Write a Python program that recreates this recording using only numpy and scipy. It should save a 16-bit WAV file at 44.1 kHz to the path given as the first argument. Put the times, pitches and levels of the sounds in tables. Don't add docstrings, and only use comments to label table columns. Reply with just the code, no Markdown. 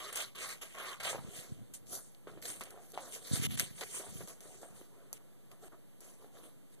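import sys
import numpy as np
from scipy import signal
from scipy.fft import rfft, irfft, next_fast_len
from scipy.io import wavfile
from scipy.ndimage import uniform_filter1d

SR = 44100
rng = np.random.default_rng(int(sys.argv[2]) if len(sys.argv) > 2 else 0)


def transcribe(u):
    v = np.clip(np.atleast_2d(u).T, -1, 1)
    q = np.round(v * 32767).astype(np.int16)
    wavfile.write(sys.argv[1], SR, q)


N = 299880


def from_db(db):
    return 10 ** (np.asarray(db) / 20)


def unit_rms(x):
    return x / np.sqrt(np.mean(x ** 2) + 1e-20)


def band_pass(x, low_hz, high_hz):
    edges = np.clip([low_hz, high_hz], 10, .45 * SR)
    return signal.sosfilt(signal.butter(2, edges, "band", fs=SR, output="sos"), x)


def drift(time_s):
    pole = np.exp(-1 / (time_s * SR))
    return unit_rms(signal.lfilter([1], [1, -2 * pole, pole * pole], rng.standard_normal(N + 8000))[8000:])


def resonate(x, modes, wander_db=0):
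    out = 0
    for k, (hz, width_hz, db) in enumerate(modes):
        r = np.exp(-np.pi * width_hz / SR)
        level_db = db + wander_db * drift(time_s=0.018) if wander_db else db
        poles = [2, -4 * r * np.cos(2 * np.pi * hz / SR), 2 * r * r]
        out = out + (-1) ** k * from_db(level_db) * signal.lfilter([1 - r * r, 0, r * r - 1], poles, x)
    return out


def texture(force, modes, low_hz, high_hz):
    rung = band_pass(resonate(force, modes, wander_db=2.5), low_hz, high_hz)
    power = uniform_filter1d(np.mean(rung ** 2, axis=0), round(0.038 * SR))
    return rung / np.sqrt(np.maximum(power, 1e-20))


def grains(per_s, spread_db, clump_db, clump_s):
    size_db = spread_db * np.minimum(rng.standard_exponential((2, N)), 4) + clump_db * drift(clump_s)
    chance = rng.uniform(-1, 1, (2, N))
    born = np.abs(chance) < per_s / SR
    return np.where(born, np.sign(chance) * from_db(size_db), 1e-18)


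def strokes(rows, swell_db):
    power = np.zeros((len(rows[0]) - 4, N))
    for start_s, swell_s, hold_s, fade_s, *top_db in rows:
        start = round(start_s * SR)
        corners = np.cumsum(np.maximum([0, swell_s, hold_s, 3 * fade_s], 1e-3))
        t = np.arange(min(round(corners[-1] * SR), N - start)) / SR
        shape = from_db(np.interp(t, corners, [-swell_db, 0, 0, -60]))
        power[:, start:start + len(t)] += np.outer(from_db(top_db), shape) ** 2
    return np.sqrt(power)


# frequency in Hz, relative spectral density in dB.
HUSH_SPECTRUM = [(20, -20), (50, -24), (120, 5.5), (250, 0.5), (500, -5), (1000, -17), (2000, -20),
                 (3500, -21.5), (5300, -27.5), (8000, -21.5), (13500, -21.5)]
def hush():
    hz = np.maximum(np.fft.rfftfreq(N, 1 / SR), 1)
    points_hz, density_db = np.transpose(HUSH_SPECTRUM)
    colour = from_db(np.interp(np.log(hz), np.log(points_hz), density_db))
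    return from_db(-61) * unit_rms(irfft(colour * rfft(rng.standard_normal((2, N))), N))


# frequency in Hz, bandwidth in Hz, gain in dB.
CRINKLE_MODES = [(2014, 760, -1.5), (2995, 890, 2), (3850, 1600, 0.5), (4350, 2800, -10)]
HISS_MODES = [(6800, 5900, -1.5), (8880, 1800, 6), (10770, 4100, 2.5), (11550, 1580, 1.5)]
def paper_noise(fibres, crinkle_gain, hiss_gain):
    breaks = unit_rms(band_pass(grains(140, 1.2, 1.0, 0.011), 950, 10400))
    crinkle = texture(fibres, CRINKLE_MODES, 1180, 13500) + from_db(-6.5) * breaks
    rubbing = grains(6000, 2.1, 1.15, 0.0074) + 0.2 * fibres
    return crinkle_gain * crinkle + hiss_gain * texture(rubbing, HISS_MODES, 4800, 19000)


FIBRE_CLICKS = dict(per_s=1100, spread_db=1.5, clump_db=1.5, clump_s=0.0039)
# frequency in Hz, bandwidth in Hz, gain in dB.
BLADE_MODES = [(379, 148, 0.13), (620, 190, 0.89), (1130, 137, 0.96), (1290, 78, 0.29), (1390, 51, 1.5),
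               (1600, 28, 2.5), (1717, 110, -0.13), (2090, 470, -2.3)]
# start, swell and hold in seconds, then tearing, hiss and blades in dB.
BITES = [(0, 0.0008, 0.094, -50.5, -53, -48.5), (0.126, 0.002, 0.0036, -49, -47, -49),
         (0.1534, 0.0012, 0.017, -43.5, -40.5, -46.5), (0.184, .005, 0.015, -47.5, -44, -46),
         (0.2, 0.0024, 0.017, -43, -46.5, -49.5), (0.349, 0.0051, 0.025, -51.5, -55, -54),
         (0.381, 0.0024, 0.0075, -50.5, -56, -49.5), (0.399, 0.028, 0.032, -47, -45, -48.5),
         (0.486, 0.0037, 0.03, -48, -48, -51.5), (0.613, 0.0049, 0.0043, -48.5, -46.5, -49),
         (0.663, 0.054, 0.09, -60.5, -61, -72), (0.744, 0.0012, 0.016, -59, -68, -47.5),
         (0.778, 0.014, 0.034, -49, -53.5, -44.5), (0.842, 0.016, 0.067, -49.5, -53.5, -45.5),
         (0.999, 0.003, 0.0064, -47, -53, -47), (1.03, 0.026, 0.032, -40, -44.5, -41.5),
         (1.089, .003, 0.019, -61, -42, -44.5)]
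def scissors():
    fade_s = 0.072
    rows = [(start_s, swell_s, hold_s, fade_s, *db) for start_s, swell_s, hold_s, *db in BITES]
    tear_gain, hiss_gain, blade_gain = strokes(rows, swell_db=5.5)
    fibres = grains(**FIBRE_CLICKS)
    return paper_noise(fibres, tear_gain, hiss_gain) + blade_gain * texture(fibres, BLADE_MODES, 200, 1740)


# start in seconds, peak in dB, treble share in dB.
SNAP_EVENTS = [(0.128, -30.5, 0), (0.1582, -21, -1), (0.172, -22, -3), (0.2045, -23, -11),
               (0.3545, -53, -2), (0.3868, -34, -6), (0.4867, -39, -1), (0.5105, -36, -10),
               (0.6244, -40, -10), (0.7857, -37, -4), (1.1025, -29, -1), (0.75, -45, 0), (1.002, -35, -5.5),
               (1.0337, -37, -3), (1.068, -33, -10), (1.737, -37, 4), (1.8687, -47, -9), (1.952, -24, 1.5),
               (2.148, -47.5, -6), (2.4175, -38, 1), (2.4255, -33.5, -8), (2.4543, -28.5, -20),
               (2.502, -30.5, -16), (2.561, -37, -1), (2.598, -35, 0), (2.6096, -29, -2.5),
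               (2.6367, -30.5, 7), (2.706, -35, 1), (2.903, -43, 0), (2.9197, -36.5, 0), (2.942, -43, -8),
               (2.9766, -34.5, -5.5), (3.006, -44, -6), (3.1233, -35.5, -7), (3.333, -43, 5),
               (3.357, -28, -15), (3.453, -27, -19), (3.457, -29, -10), (3.5743, -41, -5),
               (3.5967, -11, -2), (3.5968, -12, -4), (3.8101, -27, -7), (3.8217, -34, -2),
               (3.8359, -31.5, -8), (4.2747, -33, -1.5), (4.285, -31.5, -0.5), (4.406, -35.5, -1),
               (5.129, -24.5, 2), (5.5154, -42.5, -3.5), (6.006, -39, 1)]
def snaps():
    crack_t60_s, tail_t60_s, length = 0.0025, 0.052, 4000
    out, t = np.zeros((2, N + length)), np.arange(length) / SR
    decay = from_db(-60 * t / crack_t60_s) + from_db(-13 - 60 * t / tail_t60_s)
    for start_s, peak_db, treble_db in SNAP_EVENTS:
        burst = rng.choice([-1, 1], (2, length)) * decay
        bands = band_pass(burst, 1600, 7200), band_pass(burst, 5050, 14000)
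        low, high = (band / np.linalg.norm(band, axis=1, keepdims=True) for band in bands)
        share = min(from_db(treble_db), .98)
        snap = share * high + np.sqrt(1 - share ** 2) * low
        out[:, round(start_s * SR):][:, :length] += from_db(peak_db) * snap / np.abs(snap).max()
    return out[:, :N]


# frequency in Hz, bandwidth in Hz, gain in dB.
WOOD_MODES = [(91, 53, -2.5), (135, 60, 1), (208, 85, -4.5), (277, 122, -13.5)]
# start, swell, hold and fade per 20 dB in seconds, level in dB.
ARM_DRAGS = [(.99, 0.061, 0.24, 0, -53.5), (1.33, 0.048, 0.034, -0.5, -57),
             (1.48, 0.023, 0.16, -1.2, -52.5), (1.7, 0.21, 0.063, 0.1, -60), (2.26, 0.018, 0.046, 1, -57),
             (3.34, 0.017, 0.077, 0.33, -42.5), (3.47, .02, 0.074, 0.14, -42),
             (3.69, 0.012, 0.024, 1.5, -62), (4.07, 0.072, 0.11, -0.46, -49.5),
             (4.4, 0.044, 0.4, -0.8, -65)]
# time in seconds, peak in dB.
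WOOD_KNOCKS = [(1.184, -38), (1.242, -39), (1.265, -50), (1.383, -44), (1.515, -34), (1.621, -43),
               (3.309, -27), (3.330, -22), (3.371, -34), (3.393, -27), (3.417, -29), (3.446, -31),
               (3.601, -36), (3.626, -38), (3.705, -42), (4.151, -38)]
def table_top():
    slips = grains(300, 1.0, 2.6, 0.0094)
    drags = strokes(ARM_DRAGS, swell_db=4)[0] * unit_rms(resonate(slips, WOOD_MODES))
    pushes = np.full(N, 1e-18)
    for start_s, peak_db in WOOD_KNOCKS:
        pushes[round(start_s * SR)] = from_db(peak_db)
    impulse_response = resonate(signal.unit_impulse(2000), WOOD_MODES)
    knocks = resonate(pushes, WOOD_MODES) / np.abs(impulse_response).max()
    return band_pass(drags + knocks, 21, 610)


# start in seconds, peak in dB, pitch in Hz,
# tail against the push in dB.
FLAP_EVENTS = [(1.13, -29.5, 590, -5), (1.147, -28, 483, -11), (1.156, -28, 540, -8.5),
               (1.182, -36, 695, -7), (2.271, -34, 353, -8.5), (2.374, -39.5, 360, -8),
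               (2.609, -33, 1060, -10), (2.672, -44, 500, -13), (2.742, -46, 604, -9),
               (2.775, -40.5, 646, -10), (2.954, -41, 430, -24), (2.9756, -23.5, 710, -11.5),
               (3.357, -41, 905, -5), (3.156, -40, 410, 9), (3.809, -42, 670, 3), (3.997, -35, 390, 2),
               (4.036, -40.5, 610, -6), (4.066, -39.5, 528, -4.5), (4.206, -35, 410, -3),
               (4.455, -43, 370, -8), (4.631, -35.5, 530, -10), (4.813, -40, 313, -18),
               (5.129, -41.5, 720, -28), (5.636, -43, 413, -6), (5.721, -53, 490, 1),
               (6.019, -49.5, 375, -10), (6.244, -44, 440, -12)]
def flaps():
    push_t60_s, tail_t60_s, tail_rise_s, length = 0.0027, 0.13, 0.0024, 5000
    out, t = np.zeros((2, N + length)), np.arange(length) / SR
    push = from_db(-60 * t / push_t60_s)
    for start_s, peak_db, hz, tail_db in FLAP_EVENTS:
        tail = from_db(tail_db - 60 * t / tail_t60_s) * (1 - np.exp(-t / tail_rise_s))
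        force = push + tail * rng.standard_normal((2, length))
        modes = [(hz, 0.43 * hz, 0), (1.87 * hz, 0.59 * hz, -3), (2.0 * hz, 1.72 * hz, -9)]
        flap = band_pass(resonate(force, modes), 180, 5000)
        out[:, round(start_s * SR):][:, :length] += from_db(peak_db) * flap / np.abs(flap).max()
    return out[:, :N]


# frequency in Hz, bandwidth in Hz, gain in dB.
SHEET_MODES = [(296, 160, -3), (404, 57, 3.5), (471, 107, -1.5), (720, 120, -5), (923, 620, -11),
               (1145, 1060, -10.5)]
# start, swell, hold and fade per 20 dB in seconds,
# then crinkle, hiss and sheet body in dB.
HAND_STROKES = [ (1.16, 0.049, 0.2, 0.36, -64.5, -63.5, -56), (1.26, .11, 0.008, 0.14, -52.5, -47.5, -66),
                (1.735, 0.0024, 0.013, 0.04, -59.5, -46, -73), (1.86, 0.07, 0.025, 0.08, -58, -41.5, -49),
                (1.98, 0.016, 0.064, 0.16, -78, -61.5, -84), (2.271, 0.0019, 0.017, 0.2, -66, -67.5, -50.5),
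                (2.418, 0.0042, 0.018, 0.28, -55, -51.5, -50.5),
                (2.448, 0.0046, 0.055, 0.1, -54, -43.5, -53.5),
                (2.61, 0.00091, 0.0044, 0.03, -47, -54, -44.5),
                (2.63, 0.0092, 0.031, 0.1, -60, -60.5, -57.5), (2.7, 0.0034, 0.033, 0.23, -77, -68, -52.5),
                (2.77, 0.05, 0.1, -7, -73, -63, -70), (2.925, 0.012, 0.0037, 0.34, -59.5, -61.5, -48.5),
                (2.983, 0.025, 0.02, 0.57, -65, -54, -54), (3.08, 0.061, 0.012, 0.05, -52, -44, -63),
                (3.19, 0.068, 0.076, 0, -53, -50.5, -57), (3.3, 0.034, 0.031, 0.08, -43, -39, -47.5),
                (3.39, 0.043, 0.034, -0.02, -40, -39.5, -47.5),
                (3.47, 0.038, 0.048, 0.01, -49.5, -49, -56.5),
                (3.565, 0.0097, 0.038, -0.01, -45, -42.5, -56),
                (3.6, 0.0016, 0.013, 0.1033, -44.5, -42.5, -49),
                (3.7, 0.086, 0.024, 0.44, -56.5, -50.5, -58), (3.81, 0.0011, 0.024, 0.01, -46, -60, -42),
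                (3.86, 0.089, 0.026, 0.094, -52.5, -41, -51.5), (4.02, 0.017, 0.12, 0.16, -64.5, -55, -60),
                (4.13, 0.036, 0.031, 0.19, -63.5, -53.5, -59),
                (4.274, 0.0012, 0.026, 0.08, -62, -51.5, -52.5),
                (4.405, 0.0017, 0.13, 0.37, -67.5, -59, -58),
                (4.61, 0.0042, 0.0067, 0.15, -71, -57.5, -49.5),
                (4.72, 0.041, 0.036, 0.15, -67.5, -60.5, -62), (4.87, 0.071, 0.045, 0.6, -77.5, -76, -61.5),
                (5.132, 0.0022, 0.045, -0.31, -66, -60.5, -69), (5.5, 0.014, 0.0088, 0.08, -73, -67.5, -58),
                (5.59, 0.038, 0.054, 0, -70, -62, -55), (5.71, 0.01, 0.0079, 0.09, -87, -75, -55),
                (6.005, 0.0043, 0.085, 0.16, -69.5, -59.5, -62.5),
                (6.16, 0.054, .03, 0.1, -73.5, -68, -58.5), (6.31, 0.042, 0.046, 0.1, -68, -64, -57),
                (6.4, 0.035, 0.026, 0.09, -67, -60, -56.5), (6.68, 0.046, 0.024, 0, -72, -67, -82.5)]
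def sliding_sheets():
    crinkle_gain, hiss_gain, body_gain = strokes(HAND_STROKES, swell_db=23.5)
    body = texture(grains(2000, 2.55, 3.2, 0.016), SHEET_MODES, 140, 1540)
    return paper_noise(grains(**FIBRE_CLICKS), crinkle_gain, hiss_gain) + body_gain * body


# frequency in Hz, correlation of the late copy with the sound,
# weight from -1 to 1 of that same pair in the side signal, side gain for the paper in dB.
STEREO_IMAGE = [(60.5, 0.99, 0.96, 21), (217, 0.97, 1, -22), (427, 0.88, 0.29, -21), (850, 1, -0.39, -2),
                (1500, 0.92, 0.32, -2.5), (2690, 1, 0.53, 0.5), (4450, 0.5, 0.89, -4), (4880, 1, 1, -2.5),
                (6640, 0.33, 0.99, 0), (13000, 0.74, 1, -1)]
def spread(pair, trim_side):
    lag_samples, size = 17, next_fast_len(N + 2048)
    hz = np.maximum(np.fft.rfftfreq(size, 1 / SR), 1)
    points_hz, *columns = np.transpose(STEREO_IMAGE)
    correlation, weight, side_db = (np.interp(np.log(hz), np.log(points_hz), c) for c in columns)
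    first, second = rfft(pair, size)
    delay = np.exp(-2j * np.pi * hz * lag_samples / SR)
    late_copy = delay * (correlation * first + np.sqrt(1 - correlation ** 2) * second)
    mid = first - late_copy
    side = weight * (first + late_copy) + np.sqrt(1 - weight ** 2) * second * (1 + delay)
    if trim_side:
        side *= from_db(side_db)
    return irfft(np.array([mid + side, mid - side]), size)[:, :N] / 2


def scene():
    paper = scissors() + snaps() + flaps() + sliding_sheets()
    return spread(paper, trim_side=True) + spread(hush() + table_top(), trim_side=False)


def record(dry):
    cutoff_hz, balance_db, offset = 14000, 0.1, 0.0012
    low_pass = np.vstack([signal.cheby2(12, 30, cutoff_hz * 1.02, fs=SR, output="sos"),
                          signal.butter(14, cutoff_hz * 1.1, fs=SR, output="sos")])
    left_right = np.array([[1], [-1]])
    return signal.sosfilt(low_pass, dry) * from_db(balance_db * left_right) + offset * left_right


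dry = scene()
out = record(dry)
transcribe(out)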